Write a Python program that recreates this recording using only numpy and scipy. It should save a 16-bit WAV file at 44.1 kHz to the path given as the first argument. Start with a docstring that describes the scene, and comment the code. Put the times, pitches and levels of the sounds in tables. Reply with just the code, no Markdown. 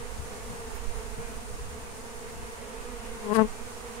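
"""A garden, with a pair of microphones standing inside a honeybee swarm.
Dozens of bees buzz all around, each on its own wavering wingbeat. A few pass nearer and drop in pitch;
one skims the left microphone with a loud buzz, and the air thrown by its wings briefly rasps.
Behind them lie a steady high hiss and a light breeze that rumbles on both microphones."""
import sys
import numpy as np
from scipy import signal
from scipy.fft import rfft, irfft
from scipy.io import wavfile
from scipy.ndimage import uniform_filter1d

SR = 44100
rng = np.random.default_rng(int(sys.argv[2]) if len(sys.argv) > 2 else 0)


def master(y):
    """Save y as 16-bit WAV."""
    cut = np.clip(np.atleast_2d(y).T, -1, 1)
    pcm = np.round(cut * 32767)  # scale
    wavfile.write(sys.argv[1], SR, pcm.astype(np.int16))


N = 176400
T = np.arange(N) / SR
HZ = np.fft.rfftfreq(N, 1 / SR)
WING_HZ = 232.15  # a typical bee's wingbeat
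MIC_GAP_S = .00042  # longest travel time between the microphones

# A wingbeat heard from a distance. Each row: harmonic number, level in dB.
DISTANT_HARMONICS = [(1, -3.5), (2, 3.5), (3, -5.5), (4, -2), (5, -5.5), (6, -8), (8, -8.5), (12, -12),
                     (16, -19.5), (20, -33)]


def amp(db):
    """Decibels to gain."""
    return 10 ** (np.asarray(db) / 20)


def read(points, at):
    """Reads a table on a logarithmic axis."""
    x, value = np.transpose(points)
    return np.interp(np.log(at + 1e-6), np.log(x), value)


def bell(x, width):
    """A bell curve that peaks at 1 where x is 0."""
    return np.exp(-.5 * (x / width) ** 2)


def noise(spectrum):
    """Noise with the given density in dB per Hz."""
    return irfft(rfft(rng.standard_normal(N)) * amp(read(spectrum, HZ)), N) * np.sqrt(SR / 2)


def drift(rate_hz, size=800):
    """A smooth random wander of unit spread, mostly slower than the given rate."""
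    f = np.fft.rfftfreq(size, T[-1] / size)
    x = irfft(rfft(rng.standard_normal(size)) * (f > 0) / (1 + (f / rate_hz) ** 2), size)
    return np.interp(T, np.linspace(0, T[-1], size), x / x.std())


def swarm(count=64, spread_hz=11.5, slow_tail_hz=2, swerve_hz=9.5, wander_db=7):
    """Dozens of bees all around the microphones, each swerving, nearing and receding."""
    # The swarm's balance. Each row: frequency in Hz, left minus right in dB.
    balance = [(230, -8.5), (470, -4), (950, -3), (1500, -5), (2400, -3.5), (4000, 1)]
    # Its loudness. Each row: time in seconds, level in dB.
    loudness = [(0, -44.5), (.8, -44), (1.45, -45.5), (2.2, -44.5), (3.1, -43.5), (3.6, -45), (4, -44)]
    out = np.zeros((2, N))
    ranks = (np.arange(count) + .5) / count
    for rank, bearing in zip(ranks, rng.permutation(2 * ranks - 1)):
        offset = .5 * np.log(rank / (1 - rank))  # most bees beat near the middle pitch
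        hz = WING_HZ + spread_hz * offset + slow_tail_hz * min(offset, 0) + swerve_hz * drift(rate_hz=3)
        nearness = 2 * np.tanh(drift(rate_hz=3.26) / 2)
        out += distant_bee(hz, bearing) * amp(wander_db * nearness)
    lean_db = read(balance, HZ) / 2
    hum = irfft(rfft(out / out.std()) * amp([lean_db, -lean_db]), N)
    return hum * amp(np.interp(T, *np.transpose(loudness)))


def distant_bee(hz, bearing):
    """A bee on a pitch curve; off to one side, it reaches one microphone a little before the other."""
    cycle = wingbeat()
    left_turns = np.cumsum(hz) / SR
    turns = np.array([left_turns, left_turns + bearing * MIC_GAP_S * hz])
    return cycle[(turns * len(cycle)).astype(int) % len(cycle)]


def wingbeat(size=4096, count=20, vary_db=3):
    """One cycle of a distant bee's buzz; every bee has a slightly different one."""
    k = np.arange(1, count + 1)
    gains = amp(read(DISTANT_HARMONICS, k) + vary_db * rng.standard_normal(count))
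    phases = np.exp(2j * np.pi * rng.random(count))
    cycle = irfft(np.r_[0, gains * phases], size)
    return cycle / cycle.std()


def closest_bee(count=18, beat_vary_db=1.3, stroke_knee=1.4):
    """A bee skims the left microphone, one steep pressure pulse per wingbeat; faint on the right."""
    # Its flight. Each row: time in seconds, wingbeat in Hz, gain in dB, brightness in dB per octave,
    # share of the close timbre from 0 to 1.
    flight = [(3.17, 227, -67, -7, 0), (3.211, 213.5, -50, -3.5, 0), (3.261, 210.3, -39, -1, 0),
              (3.285, 204.8, -36, 0.5, 0.24), (3.314, 210, -28, 0.5, 0.6), (3.33, 209.1, -23.5, 1, 0.46),
              (3.339, 227.9, -34.5, -1, 0), (3.358, 228, -27, 1, 0.38), (3.371, 216, -23.5, -.8, .25),
              (3.381, 219.5, -20.8, -1.2, .65), (3.394, 218.6, -16.7, -.1, 1), (3.405, 218.6, -19, -1, 1),
              (3.42, 220, -16, -2.2, 0.72), (3.437, 205.7, -28.5, -4.5, 0), (3.452, 221, -27, -4.5, 0.01),
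              (3.467, 209, -43.5, -9, 0), (3.48, 227, -48, -12, 0.1), (3.493, 229.4, -68, -7, 0)]
    # Its timbre right at the microphone. Each row: harmonic number, level in dB.
    close_timbre = [(1, 0), (2, -1.5), (3, -4.5), (4, -6.3), (5, -7.3), (6, -11), (7, -14), (8, -17.5),
                    (9, -21), (10, -27), (12, -35), (14, -45), (18, -58)]
    # Its timbre as it comes and goes, in the same columns.
    oblique_timbre = [(1, 3), (2, 4.5), (3, -10), (4, -12), (5, -3.5), (6, -30), (7, -29), (9, -37),
                      (12, -48), (20, -62)]
    # A band of overtones flares just before it is nearest.
    flare_s, flare_half_s, flare_hz, flare_half_hz, flare_db = (3.357, 0.018, 1750, 360, 18)
    times, *columns = np.transpose(flight)
    hz, db, bright_db, share = (uniform_filter1d(np.interp(T, times, c), size=400) for c in columns)
    share = np.clip(share, 0, 1)
    on = (T > times[0]) & (T < times[-1])
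    angle = 2 * np.pi * np.cumsum(hz * on) / SR
    flare = flare_db * bell(T - flare_s, flare_half_s)
    buzz = np.zeros(N)
    for k in range(1, count + 1):
        timbre_db = share * read(close_timbre, k) + (1 - share) * read(oblique_timbre, k)
        partial_db = db + bright_db * np.log2(k) + timbre_db
        partial_db += beat_vary_db * (1 - 1 / k) * drift(rate_hz=50)  # no two beats are quite alike
        partial_db += flare * bell(k * hz - flare_hz, flare_half_hz)
        buzz[on] += np.sqrt(2) * amp(partial_db[on]) * np.cos(k * angle[on] - np.arctan(k / stroke_knee))
    right_db = -36 + .68 * (db - db.max())
    right = distant_bee(hz, bearing=0)[1] * on * amp(right_db)
    return np.array([buzz, right]), angle


def wing_rasp(close_angle, focus=1.1):
    """Air thrown by wings right at a microphone hits it in one puff per beat."""
    # Each row: peak time, rise and fall in seconds, gain in dB, tilt in dB per octave,
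    # microphone (0 left, 1 right).
    rasps = [(3.364, .02, .007, 0, 0, 0), (3.398, .012, .014, -10, -5, 0), (.76, .014, .012, -13, 0, 1)]
    # Their colour, left then right. Each row: frequency in Hz, density in dB per Hz.
    colours = [
        [(600, -88), (1600, -76), (2400, -71), (3300, -69), (4000, -75), (4900, -73), (5800, -79),
         (7000, -75.5), (8200, -76), (9400, -69.5), (11000, -79), (15500, -90)],
        [(600, -80), (1500, -65), (2600, -69), (4000, -80), (7000, -74), (10000, -77), (13500, -74),
         (15500, -77)],
    ]
    out = np.zeros((2, N))
    for s, rise_s, fall_s, db, tilt_db, mic in rasps:
        mic = int(round(mic))
        angle = 2 * np.pi * WING_HZ * T if mic else close_angle
        puffs = np.exp(focus * np.cos(angle - .7)) / np.sqrt(np.i0(2 * focus))  # unit power
        colour = [(hz, level + tilt_db * np.log2(hz / 3000)) for hz, level in colours[mic]]
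        out[mic] += noise(colour) * puffs * amp(db) * bell(T - s, np.where(T < s, rise_s, fall_s))
    return out


def passing_bees(count=10, half_s=.042, half_drop_hz=6.085, overtones_db=-8):
    """Nearer bees swell out of the swarm, round in tone, and drop in pitch as they go by."""
    # Each row: time in seconds, wingbeat in Hz, second harmonic's level in dB, left minus right in dB,
    # fundamental against the second harmonic in dB.
    passes = [(.30, 241.8, -51.5, -7, -14), (0.329, 212, -48.5, -1, -4), (.50, 234.6, -60, 3, 6),
              (.62, 230.2, -49.5, 5, -12), (.73, 220, -50.5, -9, -9), (.99, 220.8, -47, 0, -21),
              (1.24, 237.3, -51.5, -11, -6), (1.52, 206.3, -60, 5, -12), (2.06, 236, -50.5, -8, -2.5),
              (2.27, 242, -55.5, 4, 6), (2.47, 244.2, -55, -3, -18), (2.622, 218.5, -52, -12, -16),
              (2.771, 226.8, -50, -3, -19), (2.92, 241.6, -49, -3, 1.5), (3.161, 225.5, -50.5, 7, -5),
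              (3.9, 235.4, -53, -8, -5)]
    out = np.zeros((2, N))
    k = np.arange(1, count + 1)
    for s, hz, db, lean_db, fundamental_db in passes:
        progress = (T - s) / half_s
        on = abs(progress) < 4
        pitch = hz - half_drop_hz * np.tanh(progress[on]) + 2.5 * drift(rate_hz=8.9)[on]
        gains = amp(np.r_[fundamental_db, 0, read(DISTANT_HARMONICS, k[2:]) + overtones_db])
        turns = np.cumsum(pitch) / SR
        phases = rng.random(count)
        right_shift = rng.uniform(-.73, 1) * MIC_GAP_S * hz
        for mic, sign in enumerate((1, -1)):
            buzz = np.cos(2 * np.pi * (np.outer(turns + mic * right_shift, k) + phases)) @ gains
            out[mic, on] += np.sqrt(2) * buzz * bell(progress[on], 1) * amp(db + sign * lean_db / 2)
    return out


def hiss(flicker_db=.52):
    """An even high hiss, unrelated and differently coloured at the two microphones."""
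    # Its colour, left then right. Each row: frequency in Hz, density in dB per Hz.
    colours = [
        [(100, -70.5), (1000, -81), (3000, -93), (4200, -87.5), (6000, -88.5), (7500, -87), (9400, -82.5),
         (10400, -88.5), (12000, -94.5), (15500, -100)],
        [(100, -92.5), (1000, -80), (3000, -95), (4200, -92.5), (5500, -90.5), (6900, -86.5), (7800, -91),
         (8600, -88.5), (9700, -97), (11000, -99.5), (13500, -102), (15500, -103)],
    ]
    # Its slow sway. Each row: time in seconds, left gain in dB, right gain in dB.
    sway = [(0, -0.8, 1.6), (.7, -1.1, 2.2), (1.2, -0.5, 1), (1.8, -2, 0.8), (3, -1.6, 0), (4, -2, 2.5)]
    times, *gains_db = np.transpose(sway)
    flicker = flicker_db * drift(rate_hz=17)
    return np.array([noise(colour) * amp(np.interp(T, times, db) + flicker)
                     for colour, db in zip(colours, gains_db)])


def breeze(lumps_db=2, trim_db=-2.5):
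    """A light breeze buffets each microphone separately with a lumpy low rumble."""
    # Its colour, left then right. Each row: frequency in Hz, density in dB per Hz.
    colours = [
        [(8, -83), (22, -62), (45, -69.5), (65, -59.5), (100, -66), (170, -77), (300, -86), (800, -110)],
        [(8, -47.5), (22, -56.5), (43, -51), (65, -56.5), (100, -66), (150, -81), (250, -103), (800, -112)],
    ]
    # Its gusts, left then right. Each row: time in seconds, gain in dB.
    gusts = [
        [(0, 12.5), (.1, -19), (.2, 10), (.3, -1), (.55, 1.5), (.85, -3), (1.12, -20), (1.2, -6), (1.35, 1),
         (1.65, 6.5), (1.9, -0.5), (2.05, -14), (2.42, 5), (2.65, -19), (3.3, -17), (3.4, 7), (3.6, -19),
         (3.9, -34)],
        [(0, -8), (.07, 2), (.35, -4.5), (.65, -6.5), (.89, 7.5), (1.05, -4.5), (1.24, 3), (1.4, -4),
         (1.6, -0.5), (2, -6.5), (2.8, -5), (3.15, -2), (3.4, -6), (3.6, -4), (4, -7.5)],
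    ]
    out = []
    for colour, strength in zip(colours, gusts):
        gust_db = np.interp(T, *np.transpose(strength)) + trim_db
        out.append(noise(colour) * amp(gust_db + lumps_db * drift(rate_hz=11)))
    return np.array(out)


def air_puffs():
    """Short eddies thud on the left microphone."""
    # Each row: peak time in seconds, half length in seconds, gain in dB.
    eddies = [(.53, 0.034, 0.5), (1.197, 0.015, 3.5), (1.686, 0.032, -12), (3.393, 0.023, 4)]
    # Their colour. Each row: frequency in Hz, density in dB per Hz.
    colour = [(40, -67), (120, -62), (240, -66), (300, -82), (500, -105)]
    level = sum(amp(db) * bell(T - s, half_s) for s, half_s, db in eddies)
    return np.array([noise(colour) * level, np.zeros(N)])


def scene():
    """The bees, the hiss and the breeze at the left and right microphones."""
    buzz, angle = closest_bee()
    return swarm() + passing_bees() + buzz + wing_rasp(angle) + hiss() + breeze() + air_puffs()


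def record(dry, knee=.8, ceiling=.98, edge_hz=15750):
    """The recorder gently rounds off any peak above the knee, then cuts the highest treble."""
    over = np.maximum(abs(dry) - knee, 0)
    headroom = ceiling - knee
    rounded = dry - np.sign(dry) * (over - headroom * np.tanh(over / headroom))
    lowpass = signal.firwin(511, edge_hz, window=("kaiser", 9), fs=SR)
    return signal.oaconvolve(rounded, lowpass[None], "same", axes=1)


dry = scene()
out = record(dry)
master(out)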